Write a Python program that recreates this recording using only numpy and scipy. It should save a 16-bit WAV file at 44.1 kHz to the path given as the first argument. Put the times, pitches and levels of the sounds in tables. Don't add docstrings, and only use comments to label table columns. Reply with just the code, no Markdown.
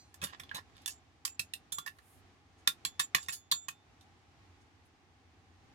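import sys
import numpy as np
from scipy import signal
from scipy.fft import rfft, irfft
from scipy.io import wavfile
from scipy.ndimage import uniform_filter1d

SR = 44100
rng = np.random.default_rng(int(sys.argv[2]) if len(sys.argv) > 2 else 0)


def to_wav(s):
    ch = np.atleast_2d(s).T
    pcm = np.round(np.clip(ch, -1, 1) * 32767)
    wavfile.write(sys.argv[1], SR, pcm.astype(np.int16))


N = 253134

# start in seconds, opening level in dB, contact pitch in Hz, handle pitch in Hz,
# handle level in dB over the contact, treble level in dB over the contact, chatter time constant in ms.
KNOCKS = [(.142, -49.5, 3250, 1700, 3, 4.5, 4), (0.216, -39, 2560, 1500, -4, -9.5, 5.7),
          (.227, -40, 3407, 1110, 8.5, -3, 22), (.239, -30, 3546, 1260, 3.5, -0.5, 5.3),
          (.397, -42.5, 3540, 1800, 8, -4, 5.8), (.434, -48.5, 3640, 1140, -4, -16, 3.7),
          (.493, -48, 3140, 1770, -13, -34, 1.2), (0.514, -35, 1630, 1700, 12, -23.5, 0.95),
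          (.546, -38.5, 3900, 1520, -5, -4.5, 11), (.766, -55.5, 3660, 1760, 5, -9, 5),
          (.817, -62.5, 3400, 1570, -4, 1, 3), (0.859, -31, 3480, 1580, -4, 0.5, 3.3),
          (.877, -33, 2710, 1670, 2, 4.5, 6.5), (1.251, -27.5, 2600, 1260, -4, -1, 3.7),
          (1.277, -43, 2540, 1800, -4, -1, 2.5), (1.394, -27, 2585, 1800, -6, -2, 3.1),
          (1.536, -33, 2676, 1770, -13, -6, 2.1), (1.721, -34.5, 3463, 1150, -4, 2.5, 7.4),
          (1.784, -32, 3450, 1100, 9, 2, 3.3), (1.862, -36.5, 2670, 1440, 16, 8, 8.8),
          (1.876, -37, 3330, 1800, 1, -12, 2.4), (1.986, -56.5, 1800, 1810, 7, -10, 3),
          (2.675, -16.5, 3654, 1550, 1, -4.5, 0.49), (2.85, -26, 3430, 1770, 0.5, -1, 2.35),
          (2.995, -23.5, 3605, 1500, 2, -7, 7), (3.148, -17.5, 4630, 1920, 3.5, -6.5, 2.1),
          (3.229, -47, 3000, 1140, -7, 0, 3.4), (3.285, -31.5, 3550, 1670, 11, 1.5, 5.2),
          (3.293, -35, 2540, 1480, 2, -6, 2.7), (3.324, -41, 4680, 1700, -2, 14, 16.5),
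          (3.514, -21.5, 4490, 1730, -5.5, 0.5, 3.2), (3.522, -22.5, 3610, 1340, 1.5, -7, 1.47),
          (3.684, -33, 2535, 1100, 7, -2, 3.2), (4.01, -58, 3610, 1420, -14, -14, 1.45)]
REBOUND_DB, HANDLE_FALL_DB_PER_OCT, EDGE_DB = -1.5, 10.5, -2
CONTACT_LIFT_DB, CONTACT_OCT = 4, 0.16

# frequency in Hz, level in dB, t60 in seconds.
HELD_MODES = [(1120, 6, .035), (1190, -1, .03), (1384, -3, .06), (1730, 7, .04), (1850, 3, .035),
              (2606, -6, .04), (2940, -10, .04), (3117, -10, .04), (3440, -6, .04), (3601, -6, .04),
              (4180, -10, .03), (4554, -9, .04), (5631, -13, .03), (8710, -14, .05), (9781, -16, .05)]
RATTLE_ALIKE = .45

# start in seconds,
# blade name, time to damping in seconds, first mode in Hz, first mode gain in dB, upper modes gain in dB.
RINGS = [(.88, "slim", 0.11, 3550, -70, -46.5), (1.252, "slim", 0.1, 3420, -80, -40.5),
         (1.396, "broad", 0.099, 3500, -80, -53), (1.724, "slim", 0.06, 3440, -51, -34.5),
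         (1.785, "slim", 0.083, 3440, -51, -53), (2.676, "slim", 0.022, 3520, -33, -60),
         (2.851, "slim", 0.036, 3461, -71, -37), (2.852, "broad", 0.16, 3461, -55, -48),
         (2.997, "slim", 0.049, 3455, -65, -30.5), (2.998, "broad", .1, 3455, -68.5, -46.5),
         (3.149, "slim", 0.18, 3630, -52.5, -36), (3.287, "slim", 0.04, 3600, -73, -35),
         (3.335, "broad", 0.2, 3499, -58.5, -42.5), (3.516, "slim", 0.2, 3542, -47, -31.5),
         (3.517, "broad", .16, 3542, -70, -33), (3.685, "slim", 0.16, 3570, -58, -60)]
BLADE_MODES = {"broad": [(6800, 0, .25), (8800, -18, 0.16), (10200, -14, 0.142)], "slim": [(7079, -8.5, .4),
               (7108, 1, .32), (8680, -7.5, .14), (9810, -16.5, .12)]}
# frequency in Hz, level in dB over the first mode, t60 in seconds.
BLADE_BASE = (1400, -11, .35)
BLADE_FIRST_T60_S = .5
BLADE_LEFT_DB, BLADE_LEFT_S = -6, .000056

# frequency in Hz, level in dB, t60 in seconds.
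CLINK = [(4180, -3, 0.46), (4800, 1.5, 0.19), (5700, -13, 0.31), (6080, 1.5, 0.3), (7537, -6, 0.42),
         (9437, -16, 5.7), (14500, -17, 0.23), (14790, -16, 0.17)]
CLINK_DB = -60.5

# start in seconds, gain in dB.
THUDS = [(0.216, -49), (0.228, -37.5), (0.239, -39), (0.396, -53), (0.543, -45), (1.394, -47), (1.721, -56),
         (1.784, -50), (2.674, -46), (2.85, -48.5), (2.998, -48), (3.148, -39), (3.285, -49.5),
         (3.519, -46), (3.682, -54)]
# frequency in Hz, level in dB, t60 in seconds.
DESK_MODES = [(145.2, 0, 0.086), (190, -5, 0.1), (290, -6.5, 0.056), (450, -7, .05), (563, -3.5, .04)]

# start in seconds, length in seconds, level in dB,
# brightness in dB per octave, contact pitch in Hz.
SLIDES = [(0.237, 0.11, -56, -1.5, 2830), (0.324, 0.027, -47.5, -2.5, 2650),
          (0.522, 0.026, -56.5, -6, 1510), (0.546, 0.054, -45, -3, 1020), (0.752, 0.12, -66.5, 4, 3600),
          (0.887, 0.053, -51, 15.5, 5230), (1.255, 0.033, -56.5, -2, 2610), (3.154, 0.04, -41, -0.5, 1720),
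          (3.2, 0.082, -61, 10, 2800), (3.316, 0.035, -48, 6.5, 4530)]
# start in seconds, length in seconds, level in dB, centre in Hz.
BRUSHES = [(1.883, 0.15, -81, 10200), (1.994, 0.23, -70.5, 9700), (2.571, 0.045, -75.5, 7000),
           (4.0, 0.045, -77, 7000), (4.6, 0.04, -77.5, 6950), (4.844, 0.038, -79.5, 8870)]

# frequency in Hz, gain in dB.
LEFT_SHADE = [(200, -1), (800, -6), (1100, -7.5), (1400, -1), (1750, -10), (2600, -6), (6000, -4),
              (9000, -9), (12000, -11), (16000, -9)]
# frequency in Hz, turn in radians.
LEFT_TURN = [(1150, 0), (1400, .5), (1750, -1.5), (2600, .7), (3600, -.7), (5000, 0)]
LEFT_LAG_S = .00031

TAIL_DB, TAIL_T60_S, TAIL_DELAY_S = -7, .1, .003
TAIL_LOW_HZ = 1940

# frequency in Hz, relative density in dB per Hz.
ROOM = [(12, -68), (20, -38), (74, -5.5), (91, 2), (116, -11), (216, -17), (262, -8.5), (574, -26),
        (802, -16.5), (949, -24), (1090, -21), (1400, -24.5), (1960, -24), (6360, -35), (16000, -58.5)]
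# frequency in Hz, correlation of left and right.
ROOM_ALIKE = [(60, .86), (290, .82), (640, .65), (1400, .04), (16000, .0)]
# centre in Hz, half width in Hz,
# gain in dB, negative for a dip.
ROOM_BENDS = [(90, 25, -2), (276.5, 50, -3.5), (800, 48, 2.5)]
ROOM_DB, ROOM_LEFT_DB = -64, -0.5

TOP_HZ = 16200


def undb(db):
    return 10 ** (np.asarray(db) / 20)


def over_hz(points, hz):
    f, v = np.transpose(points)
    return np.interp(np.log(hz + 1), np.log(f), v)


def shape(x, gain):
    n = x.shape[-1]
    hz = np.arange(n // 2 + 1) * SR / n
    return irfft(rfft(x) * gain(hz), n)


def ring(modes, size, scatter_db=0., detune=0.):
    hz, db, t60 = np.transpose(modes)[:, :, None]
    gain_luck, pitch_luck = rng.standard_normal((2, len(modes), 1))
    t = np.arange(size) / SR
    fade = np.exp(-np.log(1000) * t / t60)
    wave = np.sin(2 * np.pi * hz * (1 + detune * pitch_luck) * t)
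    return np.sum(undb(db + scatter_db * gain_luck) * fade * wave, axis=0)


def clicks(size, rate, spread_db):
    when, sign, big = rng.random((3, size))
    strength = undb(-spread_db * np.log(1 - big))
    return (when < rate / SR) * np.sign(sign - .5) * strength


def add(track, x, s):
    i = int(s * SR)
    track[..., i:i + x.shape[-1]] += x[..., :track.shape[-1] - i]


def held_knife(force, contact_hz):
    t = np.arange(4096) / SR
    clear = ring(HELD_MODES, size=len(t), scatter_db=2.5, detune=.008)
    clear += ring([(contact_hz, 6, .035)], size=len(t))

    right, other = rng.standard_normal((2, len(t)))
    left = RATTLE_ALIKE * right + np.sqrt(1 - RATTLE_ALIKE ** 2) * other
    bright = np.array([left, right])
    dull = shape(bright, lambda hz: 1 / np.sqrt(1 + (hz / 21000) ** 2))
    rattle = undb(20.5) * np.exp(-t / .0023) * bright
    rattle += undb(-3) * np.exp(-t / .015) * dull
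    rattle[:, 0] += undb(15)
    rattle = signal.lfilter(*signal.butter(2, 1800, "high", fs=SR), rattle)

    fade_out = np.cos(np.pi / 2 * t / t[-1])
    return signal.fftconvolve(force[None], (clear + rattle) * fade_out, axes=1)


def knock_colour(hz, contact_hz, handle_hz, handle_db, treble_db):
    octaves_off = np.abs(np.log2(np.array([1100, 1800]) / handle_hz))
    low_db, mid_db = handle_db - HANDLE_FALL_DB_PER_OCT * octaves_off
    edge_db = treble_db + EDGE_DB
    colour = [(300, low_db - 26), (800, low_db - 8), (1100, low_db), (1800, mid_db), (3300, 0),
              (7000, treble_db), (12000, edge_db), (16000, edge_db - 12)]
    octaves = np.log2((hz + 1) / contact_hz)
    lift_db = CONTACT_LIFT_DB * np.exp(-(octaves / CONTACT_OCT) ** 2)
    return undb(over_hz(colour, hz) + lift_db)


def knocks():
    out, t = np.zeros((2, N)), np.arange(4096) / SR
    lead = 64
    for s, db, contact_hz, handle_hz, handle_db, treble_db, fade_ms in KNOCKS:
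        chatter = clicks(size=len(t), rate=2500, spread_db=3)
        force = undb(REBOUND_DB) * chatter * np.exp(-1000 * t / fade_ms)
        force[0] = 1
        hit = np.pad(held_knife(force, contact_hz), ((0, 0), (lead, 0)))
        hit = shape(hit, lambda hz: knock_colour(hz, contact_hz, handle_hz, handle_db, treble_db))
        add(out, undb(db) * hit / np.std(hit[:, :256]), s - lead / SR)
    return out


def blade_rings():
    out, t = np.zeros(N), np.arange(16384) / SR
    for s, name, free_s, first_hz, first_db, upper_db in RINGS:
        low_modes = [(first_hz, 0, BLADE_FIRST_T60_S), BLADE_BASE]
        tone = undb(first_db) * ring(low_modes, size=len(t))
        tone += undb(upper_db) * ring(BLADE_MODES[name], size=len(t), detune=.001)
        onset = 1 - np.exp(-t / .003)
        touch = np.exp(-np.clip(t - free_s, 0, None) / .012)
        add(out, tone * onset * touch, s)
    return out


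def fading_clink():
    out, t = np.zeros(N), np.arange(16384) / SR
    damping = np.exp(-np.clip(t - .13, 0, None) / .0077)
    add(out, undb(CLINK_DB) * ring(CLINK, size=len(t)) * damping, 0)
    return out


def free_steel():
    right = blade_rings() + fading_clink()
    left = shape(right, lambda hz: undb(BLADE_LEFT_DB) * np.exp(-2j * np.pi * hz * BLADE_LEFT_S))
    return np.array([left, right])


def thuds():
    out, t = np.zeros(N), np.arange(8192) / SR
    onset = 1 - np.exp(-t / .002)
    for s, db in THUDS:
        boom = ring(DESK_MODES, size=len(t), detune=.022)
        add(out, undb(db) * boom * onset, s)
    return out


def slides():
    out = np.zeros((2, N))
    for s, length, db, tilt_db, contact_hz in SLIDES:
        n = int(length * SR)
        swell = np.sin(np.linspace(.5, np.pi, n))
        force = clicks(size=8192, rate=1300, spread_db=4.5)[:n] * swell

        def colour(hz):
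            tilt = undb(tilt_db * np.log2((hz + 50) / 3500) - (hz / 1900) ** 2)
            low_cut = hz ** 2 / (hz ** 2 + 700 ** 2)
            return tilt * low_cut

        sound = shape(held_knife(force, contact_hz), colour)
        add(out, undb(db) * sound / np.std(sound[:, :n]), s)
    return out


def brushes():
    out = np.zeros(N)
    for s, length, db, centre_hz in BRUSHES:
        n = int(length * SR)
        grain = rng.standard_normal(16384)[:n] * np.hanning(n) ** .5
        hiss = shape(grain, lambda hz: np.exp(-(np.log2((hz + 1) / centre_hz) / .6) ** 2))
        add(out, undb(db) * hiss / np.std(hiss), s)
    return out


def room_tail(near):
    t = np.arange(8192) / SR
    decay = np.exp(-np.log(1000) * t / TAIL_T60_S) * (t > TAIL_DELAY_S)
    echo = rng.standard_normal((2, len(t))) * decay
    echo = shape(echo, lambda hz: hz / np.hypot(hz, TAIL_LOW_HZ))
    energy = np.sum(echo ** 2, axis=1, keepdims=True)
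    echo *= undb([[TAIL_DB - 1.5], [TAIL_DB]]) / np.sqrt(energy)
    return signal.fftconvolve(near, echo, axes=1)[:, :N]


def room_tone():
    def level(hz):
        bend_db = sum(db / (1 + ((hz - f) / w) ** 2) for f, w, db in ROOM_BENDS)
        return undb(over_hz(ROOM, hz) + bend_db)

    mid = shape(rng.standard_normal(N), lambda hz: level(hz) * np.sqrt(1 + over_hz(ROOM_ALIKE, hz)))
    side = shape(rng.standard_normal(N), lambda hz: level(hz) * np.sqrt(1 - over_hz(ROOM_ALIKE, hz)))
    pair = np.array([undb(ROOM_LEFT_DB) * (mid + side), mid - side])
    steps = np.repeat(rng.standard_normal(N // 8000 + 1), 8000)[:N]
    swell = uniform_filter1d(steps, size=8000)
    return pair * undb(ROOM_DB + 2.1 * swell) / np.std(mid)


def left_path(hz):
    phase = over_hz(LEFT_TURN, hz) - 2 * np.pi * hz * LEFT_LAG_S
    return undb(over_hz(LEFT_SHADE, hz)) * np.exp(1j * phase)


def scene():
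    near = knocks() + thuds() + slides() + brushes()
    direct = np.array([shape(near[0], left_path), near[1]])
    return direct + room_tail(near) + free_steel() + room_tone()


def record(dry):
    low_pass = signal.ellip(10, .2, 80, TOP_HZ, fs=SR, output="sos")
    return signal.sosfilt(low_pass, dry)


dry = scene()
out = record(dry)
to_wav(out)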